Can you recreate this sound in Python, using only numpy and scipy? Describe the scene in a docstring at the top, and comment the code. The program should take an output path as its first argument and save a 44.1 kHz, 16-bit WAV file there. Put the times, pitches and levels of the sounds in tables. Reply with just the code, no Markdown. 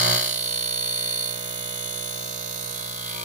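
"""A small vacuum-sealer pump on a kitchen counter, close to a two-microphone phone; the sound is loud at first,
then its level drops and settles. Its hum is a stack of tones at multiples of the stroke rate; its rattle is a
noise burst nearly repeated each stroke. Air noise is coloured hiss under both. Thin whines, noise through
narrow resonances, mostly of the housing, swell and fade, each over its own stretch of time; near the end a few
of them strengthen multiples of the hum. Three plastic ticks of the bag are short decaying snaps of filtered
noise. The pump's sound reaches the left microphone slightly later; the ticks are louder on the right."""
import sys
import numpy as np
from scipy import signal
from scipy.fft import rfft, irfft
from scipy.io import wavfile
from scipy.ndimage import uniform_filter1d

SR = 44100
rng = np.random.default_rng(int(sys.argv[2]) if len(sys.argv) > 2 else 0)


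def wav_record(signal):
    """Record a signal, one row per channel, as 16-bit PCM in the file named by sys.argv[1]."""
    frames = np.transpose(np.atleast_2d(signal))
    bounded = np.clip(frames, -1, 1)
    # unit amplitude maps onto the largest positive 16-bit level
    quanta = np.round(bounded * 32767).astype(np.int16)
    wavfile.write(sys.argv[1], SR, quanta)


N = 142884

# Pump speed: time_s, stroke_rate_hz
PUMP_SPEED = [(0, 60.9), (.17, 60.9), (.25, 60.55), (.35, 60.4), (.53, 59.99), (1.2, 60), (2.3, 59.995),
              (2.9, 59.8), (3.24, 59.3)]
# Hum, one row per multiple of the stroke rate, before the level changes:
# settled_left_db, settled_right_db, starting_left_db, starting_right_db
HUM_TONES = [(-61.5, -59.0, -65.0, -62.5), (-49.0, -46.0, -47.0, -43.5), (-51.5, -49.5, -54.0, -51.0),
             (-65.0, -66.0, -69.0, -69.0), (-63.5, -63.5, -74.0, -72.0), (-59.0, -56.0, -54.5, -50.5),
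             (-60.0, -57.5, -70.5, -71.0), (-57.5, -44.0, -56.0, -62.5), (-56.5, -49.0, -53.5, -50.5),
             (-54.0, -44.0, -52.5, -42.5), (-56.0, -48.0, -55.5, -48.0), (-59.0, -61.5, -72.0, -55.5),
             (-65.5, -63.5, -56.5, -55.5), (-64.0, -61.0, -62.0, -65.0), (-54.0, -53.0, -52.5, -50.0),
             (-53.0, -62.0, -61.0, -61.0), (-53.0, -62.5, -57.0, -62.5), (-65.0, -60.5, -56.0, -67.5),
             (-53.0, -54.0, -53.0, -54.5), (-65.0, -65.0, -58.5, -64.0), (-68.5, -55.5, -65.0, -59.0),
             (-58.0, -60.0, -60.0, -61.0), (-67.5, -59.5, -67.0, -65.5), (-57.0, -57.5, -61.0, -65.0),
             (-59.5, -55.5, -70.0, -55.5), (-62.0, -57.5, -64.0, -64.5), (-64.0, -63.0, -63.5, -55.5),
             (-59.5, -57.5, -66.0, -62.5), (-69.0, -69.0, -72.5, -62.0), (-62.5, -63.0, -67.0, -64.0)]
# Phase lead at the left microphone for multiples above LOCKED, arriving by other paths: lead_rad
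LEFT_LEADS_RAD = [-2, .3, 3.1, -2, -2.2, 1.4, -2.4, -1.1, .6, -2.2, -2.9, 3.1, 1.2, -2.6, 1.6, 2, .1, -2.4]
# Level of six bands, used relative to SETTLED_S:
# time_s, bass_db, low_middle_db, middle_db, low_treble_db, treble_db, top_db
BAND_LEVELS = [(0.0, -35, -31, -33.5, -32, -33.5, -40), (0.07, -32.5, -29, -33.5, -31.5, -36, -38.5),
               (0.13, -33.5, -29, -34, -31.5, -34.5, -37.5), (0.22, -44.5, -34.5, -41, -36, -38.5, -39.5),
               (0.33, -47, -39, -50, -41.5, -41, -44.5), (0.41, -47, -40, -52, -45, -46, -45),
               (1.06, -47, -39.5, -52, -42.5, -49.5, -45.5), (1.41, -47, -40.5, -51, -47, -49.5, -47),
               (2.3, -46.5, -41, -52, -48.5, -46, -49), (2.73, -46.5, -43.5, -50, -49, -48, -47.5),
               (3.0, -46.5, -46.5, -48.5, -52, -48, -48.5), (3.1, -44.5, -46.5, -48, -45.5, -49, -46.5),
               (3.24, -46, -43, -51, -51, -47, -49)]
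# Centres of those six bands: centre_hz
BAND_CENTRES = [150, 570, 1250, 2600, 6500, 14000]
# Relative rattle colour: pitch_hz, then settled_left, settled_right, starting_left, starting_right (dB per Hz)
RATTLE_COLOUR = [(1835, -4, -6, -10.5, -8), (2080, 5.5, 4.5, 0.5, 2), (2240, -9.5, 4.5, -6, -0.5),
                 (2480, -6.5, -22.5, -32, -26), (2960, -4.5, 5, 2, -2), (3530, 10, -2, -6.0, 6.5),
                 (3840, -13.5, 9, 2, -2), (4060, 13.5, 7.5, 11.5, 8), (4790, 0.5, -0.5, 6.5, 5),
                 (5380, -2, -2, 5.5, -10), (5830, 1, -0.5, -12, -27), (6540, -3.5, 5, 2, 7.5),
                 (7330, -1.5, -0.5, 1.5, -11), (8160, -9, -8, -14, -11), (8850, -8.5, -2.5, -7.5, -1),
                 (9530, -3, 6.5, -8, 5), (11600, -13, 3, -22, 0.5), (13000, -5.5, 4, -6, -2.5),
                 (14300, -8.5, -1.5, -10.5, -0.5), (15500.0, -18.5, -1.5, -8, -1)]
# Relative air noise colour: pitch_hz, level (dB per Hz)
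AIR_COLOUR = [(15, -52), (40, -19), (117, -2.5), (231, -4), (475, -1), (604, -8), (784, -3.5), (2090, -6.5),
              (2410, -6.5), (3000, -8.5), (3900, -57), (6600, -120)]
# Resonance pitches at rated speed: pitch_hz; most are housing resonances, but 360, 960 and 1200 Hz sit on the
# 6th, 16th and 20th multiples and strengthen the hum near the end
WHINE_PITCHES = [4440, 4260, 3600, 3560, 6600, 6400, 9740, 9720, 10510, 12100, 12860, 15300, 11780, 9480,
                 3440, 3290, 3930, 15100, 360, 960, 1200, 2380]
# One row per resonance, level before fades and throb; an end before its start leaves it at rest: #
# smoothing_width_hz, level_db, start_s, end_s, left_minus_right_db
WHINE_STRETCHES = [(67.5, -35.5, 0.36, 1.3, 14.5), (67.6, -37.5, 0.19, 1.346, -15),
                   (105, -39.5, 0.24, 1.32, -6.5), (86.5, -51.5, 1.35, 2.65, -14),
                   (63.5, -52, 0.42, 2.32, 21.5), (88, -46, 1.73, 2.8, -12.5),
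                   (110, -40.5, 0.22, 1.33, -23.5), (54, -47, 1.5, 2.1, -11), (81, -42, 0.67, 2.16, -15),
                   (68.4, -51, 0.26, 1.3, -12), (92, -41.5, 1.14, 3, 1), (120, -52.5, 1.2, 2.65, -22),
                   (91, -47, 2.15, 2.85, -15), (75, -46.5, 2.53, 2.86, -20), (99, -41.5, 2.72, 3.2, -2),
                   (200, -42.5, 2.96, 3.3, 7), (75, -32, 3.6, 3.15, 2), (200, -49, 2.8, 3.8, 14),
                   (40, -50, 3.13, 3.3, 9), (39.5, -44.5, 3.12, 3.3, 11), (40, -47.5, 3.14, 4.9, 14.5),
                   (219, -47, 3.11, 4.3, 10)]
# Plastic ticks of the bag, peak before the microphone balance: start_s, peak_db, pitch_hz
BAG_TICKS = [(2.603, -47, 1000), (2.786, -41, 1400), (3.092, -25.5, 10000)]
# Likeness of the two microphones: pitch_hz, shared_part (0 to 1)
MIC_LIKENESS = [(60, .97), (500, .85), (2000, .5), (6000, .3), (10000, .1), (15000, .2)]
# Passage from starting to settled colour: time_s, starting_share (0 to 1)
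STARTING_SHARE = [(.2, 0.96), (.45, 0)]
# Part of the noise that is new each stroke: pitch_hz, new_share (0 to 1)
NEW_SHARE = [(1500, .22), (4500, .3), (7000, .42), (15000, .5)]

RATED_HZ, FIRST_TURN = 60, .02  # strokes per second; stroke position at the start (turns)
SETTLED_S = 2  # moment that the band levels are compared with
LEFT_LAG_S = 0.0003554  # later arrival at the left microphone
EDGE_HZ = 15700  # upper band limit

HUM_LEAD, HUM_SWEEP = .43, .012  # hum ahead of rattle; delay growing with the multiple (turns)
LOCKED, HUM_SCATTER = 12, 1.5  # last multiple that pulses in step; phase spread above it (rad)
HUM_WAVER_DB, HUM_SLIP = .7, .01  # level wander; phase wander per multiple (rad)

RATTLE_DB, JAGGED = -33.5, .75  # level before band changes; spectral unevenness kept (0 to 1)
BURST_DEPTH, RIPPLE = .66, .22  # loudness dip between strokes; depth of the three smaller knocks
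DRIFT_PER_S = .61  # burst shapes passed through per second
PATCH_DB, PATCH_S = 3.2, .6  # size of small drifting spectral peaks; length of each smoothing

AIR_DB, AIR_PAN_DB = -52.5, -1.5  # level before band changes; left against right

WHINE_LEAD, WHINE_LOOSE = .15, .2  # ahead of rattle (turns); gain of chatter new each stroke
WHINE_FADE_S, WHINE_THROB, WHINE_REST = .12, .6, .04  # fade; burst exponent; gain outside its stretch

TICK_WIDTH, TICK_T60 = .49, .066  # share of the pitch; time to fall 60 dB (s)


def amp(db):
    """Turns decibels into gain."""
    return 10 ** (np.asarray(db) / 20)


def evened(x):
    """Scales a signal to unit mean power."""
    return x / np.sqrt(np.mean(x ** 2) + 1e-20)


def read(points, hz):
    """Reads a curve along a logarithmic pitch axis."""
    f, value = np.transpose(points)
    return np.interp(np.log(hz + 1), np.log(f + 1), value)


def level_db(t, hz):
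    """Level of each frequency over time, against the settled run."""
    times, *levels = np.transpose(BAND_LEVELS)
    bands = np.array([np.interp(t, times, r) - np.interp(SETTLED_S, times, r) for r in levels])
    numbers = np.arange(len(bands))
    place = np.interp(np.log(hz + 1), np.log(BAND_CENTRES), numbers)
    weights = np.clip(1 - abs(place[:, None] - numbers), 0, 1)
    return weights @ bands


def blended(columns, t):
    """Left and right dB over time, moving from the starting colour to the settled one."""
    share = np.clip(np.interp(t, *np.transpose(STARTING_SHARE)), 0, 1)
    return columns[:2, :, None] * (1 - share) + columns[2:, :, None] * share


def hum(turns):
    """Low multiples of the stroke rate as clean tones that waver a little in level and phase."""
    k = np.arange(1, len(HUM_TONES) + 1)
    t, now = np.arange(0, N + 256, 256) / SR, np.arange(N) / SR
    wander = uniform_filter1d(rng.standard_normal((len(t), len(k), 2)), size=12, axis=0)
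    waver, slip = evened(wander).T
    tone_db = blended(np.transpose(HUM_TONES), t) + level_db(t, k * RATED_HZ) + HUM_WAVER_DB * waver
    gain = amp(tone_db) * np.exp(1j * HUM_SLIP * k[:, None] * slip)
    scatter = HUM_SCATTER * (2 * rng.random(len(k)) - 1) * (k > LOCKED)
    out = np.zeros((2, N))
    for i, m in enumerate(k):
        phase = 2 * np.pi * m * (turns + HUM_LEAD - HUM_SWEEP * m) + scatter[i]
        tone = np.exp(1j * phase)
        if m > LOCKED:
            left_phase = LEFT_LEADS_RAD[i - LOCKED]
        else:
            left_phase = -2 * np.pi * m * RATED_HZ * LEFT_LAG_S
        left = np.exp(1j * left_phase) * np.interp(now, t, gain[0, i])
        right = np.interp(now, t, gain[1, i])
        out += np.sqrt(2) * (tone * np.array([left, right])).real
    return out


def burst(turns):
    """Loudness through one stroke, highest at whole turns, with three smaller knocks."""
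    knocks = 1 + RIPPLE * np.cos(3 * 2 * np.pi * turns)
    return (1 - BURST_DEPTH * (1 - np.cos(2 * np.pi * turns)) / 2) * knocks


def strokes(turns, jagged):
    """One burst of chatter repeated each stroke, slowly changing, and chatter that is new every time."""
    size = 736  # samples in a stroke shape
    shapes = rng.standard_normal((12, size))
    envelope = burst(np.arange(size) / size)
    # Alternately impose the stroke's loudness and flatten the spectrum.
    for _ in range(4):
        loudness = uniform_filter1d(abs(shapes), size=90, mode="wrap")
        z = rfft(shapes * envelope / loudness)
        shapes = irfft(z / abs(z) ** (1 - jagged), size)
    # Eight times finer, so that the stroke position can be looked up directly.
    fine = irfft(rfft(shapes / shapes.std(1, keepdims=True)), size * 8)
    at = (turns % 1 * size * 8).astype(int)
    place = np.arange(N) / SR * DRIFT_PER_S
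    k = place.astype(int)
    fade = np.pi / 2 * (place % 1)
    kept = np.cos(fade) * fine[k, at] + np.sin(fade) * fine[k + 1, at]
    new = burst(turns) * rng.standard_normal(N)
    return evened(kept), evened(new)


def drifting_patches(frames, bins):
    """Smoothed random spectral peaks, different at each microphone."""
    span = round(PATCH_S * SR / 128)
    patches = rng.standard_normal((frames, 2, bins))
    for _ in range(2):
        patches = uniform_filter1d(patches, span, 0, mode="wrap")
    return evened(uniform_filter1d(patches, size=2, axis=2)).transpose(1, 2, 0)


def coloured(sources, spectrum, patch_db):
    """Colours steady and loose parts for both microphones; the second pair reaches only the left one."""
    hz, t, (a, a_new, b, b_new) = signal.stft(np.array(sources), SR, nperseg=512, noverlap=384)
    loose = np.clip(read(NEW_SHARE, hz), 0, 1)[:, None]
    za, zb = np.sqrt(1 - loose ** 2) * np.array([a, b]) + loose * np.array([a_new, b_new])
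    same = np.clip(read(MIC_LIKENESS, hz), 0, 1)[:, None]
    lag = np.exp(-2j * np.pi * hz * LEFT_LAG_S)[:, None]
    left = (same * za + np.sqrt(1 - same ** 2) * zb) * lag
    f, *columns = np.transpose(spectrum)
    colour = np.array([read(np.transpose([f, c]), hz) for c in columns])
    z = np.array([left, za]) * amp(blended(colour, t))
    z = z * amp(patch_db * drifting_patches(len(t), len(hz)))
    # Unit power is set before the band levels change the sound.
    flat = signal.istft(z, SR, nperseg=512, noverlap=384)[1]
    scale = np.sqrt(np.mean(flat ** 2))
    shaped = signal.istft(z * amp(level_db(t, hz)), SR, nperseg=512, noverlap=384)[1]
    return shaped[:, :N] / scale


def rattle(turns):
    """Mechanical chatter pulsing with each stroke, partly repeated and partly new."""
    sources = strokes(turns, JAGGED) + strokes(turns, JAGGED)
    spectrum = [(1750, -40, -40, -40, -40)] + RATTLE_COLOUR  # the first row thins the sound below the rattle
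    return amp(RATTLE_DB) * coloured(sources, spectrum, PATCH_DB)


def air():
    """Air noise: random hiss, mostly low and middle, without stroke pulses."""
    spectrum = [(hz, db + AIR_PAN_DB, db, db + AIR_PAN_DB, db) for hz, db in AIR_COLOUR]
    return amp(AIR_DB) * coloured(rng.standard_normal((4, N)), spectrum, 0)


def resonate(x, hz, width):
    """A narrow resonance: shifts hz down to zero, smooths twice and shifts back."""
    turn = np.exp(2j * np.pi * np.cumsum(hz) / SR)
    r = np.exp(-np.pi * width / SR)
    smooth = x / turn
    for _ in range(2):
        smooth = signal.lfilter([1 - r], [1, -r], smooth)
    return turn * smooth


def whines(turns, speed):
    """Narrow resonances rung by each stroke, following pump speed, each heard for a stretch; near the end some
    of them strengthen hum multiples."""
    kept, new = strokes(turns + WHINE_LEAD, 0)
    chatter = kept + WHINE_LOOSE * new
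    t, out = np.arange(N) / SR, np.zeros((2, N))
    throb = burst(turns) ** WHINE_THROB
    for hz, (width, db, start, end, pan) in zip(WHINE_PITCHES, WHINE_STRETCHES):
        ring = resonate(chatter, hz * speed / RATED_HZ, width)
        ring = ring / np.sqrt(np.mean(ring.real ** 2))
        fade = np.clip(np.minimum(t - start, end - t) / WHINE_FADE_S + .5, WHINE_REST, 1)
        ring = amp(db) * fade * throb * ring
        lag = np.exp(-2j * np.pi * hz * LEFT_LAG_S)
        out += np.array([ring * amp(pan / 2) * lag, ring * amp(-pan / 2)]).real
    return out


def ticks():
    """Short snaps of the bag's plastic film, nearer the right microphone: decaying filtered noise."""
    t, out = np.arange(2000) / SR, np.zeros(N)
    for start, db, hz in BAG_TICKS:
        ring = resonate(rng.standard_normal(len(t)), hz + 0 * t, TICK_WIDTH * hz).real
        snap = ring * amp(-60 * t / TICK_T60)
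        out[round(start * SR):][:len(t)] += amp(db) * snap / abs(snap).max()
    return out * amp([[-5], [3]])  # left, right dB


def scene():
    """Rattle, air noise, hum, whines and ticks at the two microphones."""
    speed = np.interp(np.arange(N) / SR, *np.transpose(PUMP_SPEED))
    turns = FIRST_TURN + np.cumsum(speed) / SR
    chatter = rattle(turns)
    hiss = air()
    return hum(turns) + chatter + hiss + whines(turns, speed) + ticks()


def record(dry):
    """The band limit: a steep low-pass on both microphones."""
    low_pass = signal.firwin(511, EDGE_HZ, window=("kaiser", 9), fs=SR)
    return signal.oaconvolve(dry, low_pass[None], "same")


dry = scene()
out = record(dry)
wav_record(out)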